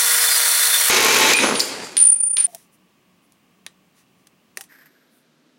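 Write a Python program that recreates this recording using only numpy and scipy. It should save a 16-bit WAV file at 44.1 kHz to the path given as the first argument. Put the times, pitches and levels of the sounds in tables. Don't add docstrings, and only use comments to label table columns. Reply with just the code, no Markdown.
import sys
import numpy as np
from scipy import signal
from scipy.fft import rfft, irfft, next_fast_len
from scipy.io import wavfile
from scipy.ndimage import uniform_filter1d, minimum_filter1d

SR = 44100
rng = np.random.default_rng(int(sys.argv[2]) if len(sys.argv) > 2 else 0)


def transcribe(signal):
    frames = np.atleast_2d(signal).T
    limited = np.clip(frames, -1, 1)
    pcm = np.round(limited * 32767).astype(np.int16)
    wavfile.write(sys.argv[1], SR, pcm)


N = 246078
TIME, FREQS = np.arange(N) / SR, np.fft.rfftfreq(N, 1 / SR)
TRUE_SPEED_AT, DESK_AT, DRAWING_AT = 0.898, 2.468, 4.67

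# (f/Hz, width/Hz, boost/dB)
FRAME_MODES = [(240.74, 8.3, 7), (275.86, 14, 2), (353.73, 27, 5), (430.4, 40, 4.5), (885.82, 18, 10.5),
               (1081.8, 48, 8.5), (1428.8, 57, 7.5), (1915, 18, 7.5), (2207.7, 70, 6), (2576, 97, 4.5),
               (3891.1, 56, 7), (6378.6, 400, 5), (7115.8, 120, 5), (10415, 320, 6)]
# (f/Hz at true speed, level/dB sped up, level/dB at true speed)
MOTOR_HUM = [(119.56, -46.5, -47.5), (149.85, -49.5, -53), (236.35, -45, -43.5), (481.15, -37, -36),
             (880.5, -38, -36), (1076.4, -41.5, -44.5), (1200.5, -50, -51), (2202.8, -37.5, -44.5)]
# (f/Hz, relative level/dB)
FAST_CUT_COLOUR = [(60, -37.5), (200, -38.5), (330, -25.5), (520, -21), (620, -9.5), (900, -9),
                   (1450, -1.5), (2000, 0), (2700, -4), (3200, -5.5), (4000, -2), (7200, -1.5),
                   (10200, 1.5), (12500, -2), (16000, -4.5)]
CUT_COLOUR = [(29, -70.5), (50, -43), (108, -25.5), (189, -14.5), (229, -10), (428, -3.5), (678, -9),
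              (884, -6), (1240, -8), (2270, -4), (3500, -7), (6390, -9), (8540, -16), (12000, -22.5),
              (16000, -42)]
CHIP_COLOUR = [(1500, -22.5), (2600, -3), (5000, -10), (8500, -3.5), (10400, 0.5), (11200, -1), (12000, 2),
               (12900, -9), (13600, -3.5), (16000, -13.5)]
BURR_COLOUR = [(100, -25), (260, 3), (650, -4.5), (1400, -2.5), (2200, 2), (3100, -1.5), (3900, 2.5),
               (4700, -12), (7200, -11), (14000, -34)]
ARM_COLOUR = [(40, -44), (100, -28), (170, -10), (260, 0.5), (370, -5), (490, -2.5), (700, -10.5),
              (1300, -9), (2500, -24.5), (8000, -55)]
FREE_BLADE_COLOUR = [(35, -59.5), (60, -29), (281, -4.5), (492, -6), (803, -11.5), (903, -9), (991, -12),
                     (2710, -15), (3500, -19.5), (4640, -14.5), (6280, -23), (9570, -23), (11000, -33),
                     (16000, -52)]
SHOP_AIR_COLOUR = [(30, -25.5), (70, -14), (140, -2), (260, 0), (700, -10), (2400, -12.5), (4500, -26.5),
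                   (9000, -33), (16000, -55.5)]
# (t/s, length/s, f/Hz, level/dB)
SQUEAKS_AND_WHINE = [(.255, 0.07483, 3520, -25), (.275, 0.1195, 4900, -25.5), (.69, 0.1081, 3560, -22.5),
                     (0.758, 0.0667, 5670, -25), (1.048, .08, 2335, -21), (1.102, .05, 2670, -22.5),
                     (1.155, 0.17, 885, -23), (1.205, .08, 2290, -24)]
# (t/s, rise/s, hold/s, level/dB, fall/(dB/s))
TOOTH_CONTACTS = [(0.849, .01, 0.46524, -15, 649.5), (1.334, .07, .04, -19, 65.5)]
METAL_NOTES = [(2430, -49, 2.8), (3294.2, -43, 1.2), (4578, -40, 0.9904), (2030.6, -60, 3)]
# (f/Hz, fade/s)
ECHO_FADES = [(200, 0.54), (1500, 0.39), (4000, 0.35), (8000, 0.5), (15000, 0.25)]
# (t/s, level/dB, f/Hz, width/octaves, fade/s, relative echo/dB)
STEEL_KNOCKS = [(1.3334, -10, 3302, 1.022, 0.03423, -11), (1.3365, -11.5, 4496, 1.077, 0.0195, -12),
                (1.337, -14, 2451, 0.04594, 0.2125, -6.5), (1.387, -11, 2213, 0.6124, 0.0372, -9.5),
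                (1.554, -19, 3358, 0.546, 0.05087, -4.5), (1.5955, -13.5, 5154, 0.715, 0.038, -5.5),
                (1.602, -6.5, 4658, 0.1796, 0.03016, -9.5), (1.6025, -15.5, 4527, 1.483, 0.01404, -2),
                (1.721, -32, 4403, 0.069, 0.11, -12.5), (1.815, -36.5, 4727, 0.04084, 0.2532, -6.5),
                (1.84, -37.5, 6480, 0.519, 0.1962, -2), (1.92, -39, 5514, 0.6705, 0.0306, -3.5),
                (2.371, -37, 2420, .04, .12, -8)]
# (f/Hz, width/Hz, boost/dB)
TRAY_MODES = [(4919, 300, 4.5), (7402.3, 480, 7), (13318, 900, 6)]
CUT_END_MODES = [(295.6, 310, 15), (3600, 2000, 3.5), (7283, 1500, -7), (9316.5, 1092.6, 18),
                 (15147, 3500, -16)]
STENCIL_MODES = [(1180, 84.2, 3), (1854.6, 219.7, 7.5), (3700, 411, 0.5), (4348, 1192, -1.5),
                 (5896.4, 546, 4.5), (9102.3, 790, 7), (10746, 1028, 5), (15170, 2990, -1)]
DUCT_MODES = [(183.81, 10.38, 7), (1146.2, 162.1, 7.5), (2904, 552, 0)]
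# (t/s, rise/s, hold/s, level/dB, fall/(dB/s))
BLADE_BRUSHES = [(1.344, .025, 0.00887, -22, 169.5), (1.548, 0.015088, 0.01215, -27, 135.5)]
# (f/Hz, width/Hz, level/dB, fade/s)
CUT_END_NOTES = [(4850, 260, -31, .28), (7201, 380, -31.5, .33), (13110, 300, -38, .35)]
# (t/s, level/dB, f/Hz, width/octaves, fade/s, relative echo/dB, spin/Hz)
FLOOR_BOUNCES = [(1.9688, -4.5, 3700, 1.2165, 0.0053, -3, 92),
                 (2.3697, -13, 3221, 1.3452, 0.00432, 5.5, 55.24)]
# (t/s, level/dB)
TUMBLE_LEVELS = [(1.969, -14.5), (2.02, -9.5), (2.09, -10.5), (2.136, -11), (2.156, -23.5), (2.22, -18.5),
                 (2.244, -14.5), (2.268, -19.5), (2.365, -21), (2.392, -14.5), (2.41, -14), (2.43, -22),
                 (2.456, -12.5)]
# (f/Hz, relative level/dB)
DESK_AIR_COLOUR = [(15, -71.5), (25, -42.5), (55, -23.5), (127, -12.5), (175, -5), (217, -6.5),
                   (354, -11.5), (531, -16.5), (641, -17.5), (1130, -21), (1330, -24), (2840, -19),
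                   (3620, -26.5), (14400, -35), (16000, -27.5)]
DRAWING_AIR_COLOUR = [(15, -74), (25, -41), (70, -27.5), (123, -23.5), (153, -3.5), (185, -13.5), (249, -1),
                      (363, -9.5), (659, -14.5), (818, -20.5), (1480, -18), (2000, -21.5), (3920, -22),
                      (16000, -41)]
FELT_COLOUR = [(300, -19.5), (1100, -5), (2100, 2), (2700, -9), (4200, -14.5), (5100, -8.5), (6600, -16.5),
               (9500, -14), (11200, -18), (12200, -6), (12900, -2), (14000, -14), (16000, -23)]
# (t/s, length/s, level/dB, f/Hz, width/octaves)
DESK_SLIDES = [(2.399, 0.30622, -53, 6952, 2.161), (2.707, 0.07034, -59.5, 12030, 1.009),
               (3.209, 0.07693, -68.5, 10970, 0.3182), (3.925, 0.1314, -60.5, 3484, 1.541),
               (4.143, 0.1313, -73, 4994, 1.17), (4.544, 0.12274, -52, 7971, 0.686),
               (5.071, 0.1866, -65, 12490, 0.675)]
# (t/s, length/s, f/Hz, level/dB)
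STENCIL_GROANS = [(2.462, 0.056, 702, -47.5), (2.518, 0.05971, 688, -43.5), (4.567, 0.07512, 774, -51.5)]
# (t/s, level/dB, f/Hz, width/octaves, fade/s, relative echo/dB)
DESK_TAPS = [(2.5445, -56.5, 7000, 1.1, .012, -7.5), (2.548, -25, 8610, 1.5864, 0.021994, -23.5),
             (3.322, -45.5, 6002, 1.2, 0.00803, -9.5), (3.6645, -25, 1883, 1.5812, 0.015907, -14.5),
             (3.665, -28, 3653, 0.2085, 0.013426, -12.5), (4.2708, -42.5, 4521, 1.1413, 0.01986, -16),
             (4.5725, -18.5, 2800, 1.8054, 0.01589, -15.5), (4.573, -42, 398.4, 0.591, 0.04092, -6.5),
             (4.6098, -28, 4721, 2.32, 0.03049, -12.5), (4.639, -44, 5930, 2.4, 0.03985, -7),
             (4.859, -49.5, 12870, .14, 0.02497, -12.5)]
# (t/s, rise/s, hold/s, level/dB, fall/(dB/s))
MARKER_STROKES = [(4.682, .015, 0.12707, -53, 260), (4.855, 0.00385, 0.00834, -55, 1000),
                  (4.84, 0.0539, 0.0752, -65.5, 34)]


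def amp(db):
    return 10 ** (np.asarray(db) / 20)


def evened(x):
    return x / np.sqrt(np.mean(abs(x) ** 2) + 1e-20)


def curve(points, hz=FREQS):
    f, value = np.transpose(points)
    return np.interp(np.log(hz + 1), np.log(f + 1), value)


def between(start, end):
    return uniform_filter1d(((TIME >= start) & (TIME < end)) * 1., size=8)


def since(start):
    return np.maximum(TIME - start, 0)


def envelope(start, rise, hold, db, fall_db_per_s):
    return np.clip((TIME - start) / rise, 0, 1) * amp(db - fall_db_per_s * since(start + rise + hold))


def add(mix, start, sound):
    part = mix[max(round(start * SR), 0):][:len(sound)]
    part += sound[:len(part)]


def add_swell(mix, start, length, db, sound):
    swell = np.hanning(int(length * SR))
    add(mix, start, amp(db) * swell * evened(sound[:len(swell)]))


def wander(hz):
    slow_rate = 3000
    count = next_fast_len(int(N / SR * slow_rate) + 2)
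    smoothing = np.exp(-(np.fft.rfftfreq(count, 1 / slow_rate) / hz) ** 2)
    slow = irfft(rfft(rng.standard_normal(count)) * smoothing, count)
    return np.interp(TIME, np.arange(count) / slow_rate, evened(slow))


def coloured(x, db):
    return evened(irfft(rfft(x) * amp(db), N))


def peaks(modes, hz=FREQS):
    return sum(db / (1 + (2 * (hz - f) / width) ** 2) for f, width, db in modes)


def grains(per_s, spread_db):
    size = amp(spread_db * np.minimum(rng.exponential(1, N), 4))
    return evened(size * rng.standard_normal(N) * (rng.random(N) < per_s / SR))


def band(x, hz, octaves, body):
    freqs = abs(np.fft.fftfreq(4096, 1 / SR))
    away = np.log2((freqs + 1) / hz) / octaves
    log_gain = -5 * np.log1p(away ** 2 / 8) + np.log(amp(peaks(body, freqs)))
    response = np.exp(np.conj(signal.hilbert(np.maximum(log_gain, -10))))
    ring = np.fft.ifft(response).real
    return signal.fftconvolve(x, ring[:len(ring) // 2] / np.linalg.norm(ring))[:len(x)]


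def tone(hz, waver, flutter):
    angle = 2 * np.pi * np.cumsum(hz * (1 + waver * wander(8.7))) / SR
    return np.sqrt(2) * np.sin(angle) * (1 + flutter * wander(6.1))


def whistle(hz, width_hz):
    angle = 2 * np.pi * np.cumsum(hz * np.ones(N)) / SR
    return np.cos(angle) * wander(width_hz) + np.sin(angle) * wander(width_hz)


def cutting(speed, colour, chatter_db, ripple_db, resonance):
    chips = grains(22000 * speed, spread_db=0.9334)
    chatter = amp(chatter_db * wander(70 * speed) + .5 * wander(9 * speed))
    small_modes = evened(uniform_filter1d(rng.standard_normal(len(FREQS)), size=90 * speed))
    frame_db = resonance * peaks(FRAME_MODES, FREQS / speed) + ripple_db * small_modes
    return coloured(chips * chatter, curve(colour) + frame_db)


def squeal(hz, width_hz, stutter_db):
    return amp(stutter_db * wander(36)) * whistle(hz, width_hz)


def fast_saw(speed=4):
    cut = amp(-16) * cutting(speed, FAST_CUT_COLOUR, chatter_db=1.2374, ripple_db=1.9439, resonance=.7)
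    hum = sum(amp(db) * tone(hz * speed, waver=0.000697, flutter=0.3178) for hz, db, _ in MOTOR_HUM)
    shriek_hz = 10000 * (1 + .05 * wander(90))
    shriek = amp(-28 + 2.859 * wander(58)) * whistle(shriek_hz, width_hz=281)
    sinking = amp(-33) * squeal(5800 - 2950 * TIME, width_hz=403.2, stutter_db=2)
    return cut + hum + shriek + sinking


def squeaks_and_whine():
    out = np.zeros(N)
    for start, length, hz, db in SQUEAKS_AND_WHINE:
        note = tone(hz, waver=.004, flutter=.15) + .6 * whistle(hz, width_hz=70)
        add_swell(out, start, length, db, note)
    return out


def true_speed_saw():
    wall, edge = (envelope(*row) for row in TOOTH_CONTACTS)
    pressure = wall + edge
    cut = pressure * cutting(1, CUT_COLOUR, chatter_db=0.957, ripple_db=2, resonance=1)
    hum = sum(amp(db) * tone(hz, waver=.002, flutter=0.14) for hz, _, db in MOTOR_HUM)
    singing = amp(-29.5) * squeal(2416.2 * (1 + .055 * wander(14)), width_hz=70, stutter_db=3)
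    return cut + hum * pressure / pressure.max() + (snapping_chips() + singing) * wall / wall.max()


def snapping_chips():
    bite_hz, first_bite_at, bite_s = 50.2, 0.909, .0028
    from_bite = (((TIME - first_bite_at) * bite_hz + .5) % 1 - .5) / bite_hz
    depth_db = 4.5 * np.clip(wander(40), -2, 1) - 60 * since(1.17)
    spurts = np.exp(-(from_bite / bite_s) ** 2) * amp(-24.5 + depth_db)
    return (amp(-29.5) + spurts) * coloured(grains(20000, spread_db=1.8386), curve(CHIP_COLOUR))


def ringing_metal():
    return sum(amp(db - 60 * since(1.6) / fade) * tone(hz, waver=.002, flutter=.3)
               for hz, db, fade in METAL_NOTES)


def shop_air():
    return amp(-59) * coloured(rng.standard_normal(N), curve(SHOP_AIR_COLOUR))


def burr_rasp():
    level = envelope(1.201, rise=0.0426, hold=0.0859, db=-19.5, fall_db_per_s=130.5)
    scratches = grains(9000, spread_db=0) * amp(1.4 * wander(60))
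    return level * coloured(scratches, curve(BURR_COLOUR))


def hits(rows, body, crack, echo_scale):
    direct, to_room, t = np.zeros(N), np.zeros(N), TIME[:SR // 3]
    for start, db, hz, octaves, fade, echo_db, *_ in rows:
        decay = amp(-60 * t / fade)
        size = amp(db) * np.linalg.norm(decay)
        click = band(signal.unit_impulse(len(t)), hz, octaves, body)
        rattle = signal.fftconvolve(click, rng.standard_normal(len(t)) * decay)[:len(t)]
        hit = crack * click + rattle
        add(direct, start, size * hit / np.linalg.norm(hit))
        add(to_room, start, size * amp(echo_db) * click)
    return direct + room_echo(to_room, echo_scale)


def room_echo(x, length_scale):
    hz, t, noise = signal.stft(rng.standard_normal(SR), SR, nperseg=256)
    fades = length_scale * curve(ECHO_FADES, hz)
    tail = signal.istft(noise * amp(-60 * t / fades[:, None]), SR, nperseg=256)[1]
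    tail *= np.minimum(np.arange(len(tail)) / SR / 0.003961, 1)
    return signal.fftconvolve(x, tail / np.linalg.norm(tail))[:N]


def socket_ring():
    bell_hz, settled_hz, settle_s = 9230, 27.373, 0.1697
    brushes = [envelope(*row) for row in BLADE_BRUSHES]
    tumble = amp(np.interp(TIME, *np.transpose(TUMBLE_LEVELS)))
    level = np.where(TIME < FLOOR_BOUNCES[0][0], sum(brushes), tumble)
    spin_hz = np.full(N, FLOOR_BOUNCES[0][-1])
    for start, *_, kick_hz in FLOOR_BOUNCES:
        slowing_hz = settled_hz + (kick_hz - settled_hz) * np.exp(-since(start) / settle_s)
        spin_hz = np.where(TIME < start, spin_hz, slowing_hz)
    spin = 0.73 * np.exp(2j * np.pi * np.cumsum(spin_hz) / SR)
    echoes = .55 * (wander(50) + 1j * wander(50))
    throb = 1 + spin + echoes
    throb /= np.sqrt(uniform_filter1d(abs(throb) ** 2, size=2000))
    bell = np.sqrt(2) * (throb * np.exp(2j * np.pi * bell_hz * TIME)).real
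    overtone_level = amp(-14 - 150 * since(BLADE_BRUSHES[0][0])) * brushes[0]
    return level * bell + overtone_level * whistle(13570, width_hz=25)


def arm_drop():
    level = envelope(1.385, rise=0.045, hold=0.085, db=-19.5, fall_db_per_s=175)
    return level * coloured(grains(1500, spread_db=1), curve(ARM_COLOUR))


def blade_scrape():
    level = envelope(1.41, rise=0.031, hold=0.12, db=-32.5, fall_db_per_s=401)
    return level * squeal(10113 * (1 + 0.0081 * wander(20)), width_hz=75, stutter_db=2.1213)


def coasting():
    level = envelope(1.4923, rise=0.0549, hold=0.27, db=-33, fall_db_per_s=62)
    rattle = grains(8000, spread_db=0.8) * amp(1.2 * wander(43))
    return level * coloured(rattle, curve(FREE_BLADE_COLOUR))


def cut_end_clink():
    return sum(envelope(1.603, rise=.012, hold=0, db=db, fall_db_per_s=60 / fade) * whistle(hz, width)
               for hz, width, db, fade in CUT_END_NOTES)


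def floor_bounces():
    clack = (3750, .7, .0045, -14)  # f/Hz, width/octaves, fade/s, relative echo/dB
    rows = [(start, db - 1) + clack for start, db, *_ in FLOOR_BOUNCES]
    clacks = hits(rows, body=(), crack=10.62, echo_scale=0.9897)
    return clacks + hits(FLOOR_BOUNCES, CUT_END_MODES, crack=4.7, echo_scale=1.0904)


def ventilation():
    early = amp(-60) * coloured(rng.standard_normal(N), curve(DESK_AIR_COLOUR) + peaks(DUCT_MODES))
    late = amp(-61) * coloured(rng.standard_normal(N), curve(DRAWING_AIR_COLOUR))
    return np.where(TIME < DRAWING_AT, early, late)


def slides_and_groans():
    out = np.zeros(N)
    for start, length, db, hz, octaves in DESK_SLIDES:
        rub = band(grains(18000, spread_db=-5.5), hz, octaves, STENCIL_MODES)
        add_swell(out, start, length, db, rub)
    for start, length, hz, db in STENCIL_GROANS:
        groan = tone(hz, waver=0.01852, flutter=0.0973) + 0.517 * whistle(hz, width_hz=248.5)
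        add_swell(out, start, length, db, groan)
    return out


def marker():
    rasp = amp(-3) * coloured(grains(15000, spread_db=2.5), curve(FELT_COLOUR))
    barrel = amp(-3) * whistle(1784.7 - 520 * (TIME - DRAWING_AT), width_hz=242.4)
    pressure = sum(envelope(*row) for row in MARKER_STROKES)
    return pressure * amp(1.6 * wander(50.3)) * (rasp + barrel)


def scene():
    opening = fast_saw() * between(0, TRUE_SPEED_AT) + squeaks_and_whine()
    shop = true_speed_saw() + ringing_metal() + shop_air() + burr_rasp()
    shop += hits(STEEL_KNOCKS, TRAY_MODES, crack=3.5, echo_scale=1.4) + socket_ring()
    shop += arm_drop() + blade_scrape() + coasting() + cut_end_clink() + floor_bounces()
    desk = ventilation() + slides_and_groans()
    desk += hits(DESK_TAPS, STENCIL_MODES, crack=4.627, echo_scale=0.3623) + marker()
    mono = opening + shop * between(TRUE_SPEED_AT, DESK_AT) + desk * between(DESK_AT, np.inf)
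    return np.array([mono, mono])


def record(dry):
    ceiling, top_hz = .8, 16150
    needed_gain = ceiling / np.maximum(abs(dry).max(0), ceiling)
    held = dry * uniform_filter1d(minimum_filter1d(needed_gain, size=64), size=64)
    treble_cut = signal.firwin(511, top_hz, window=("kaiser", 9), fs=SR)
    return signal.oaconvolve(held, treble_cut[None], "same")


dry = scene()
out = record(dry)
transcribe(out)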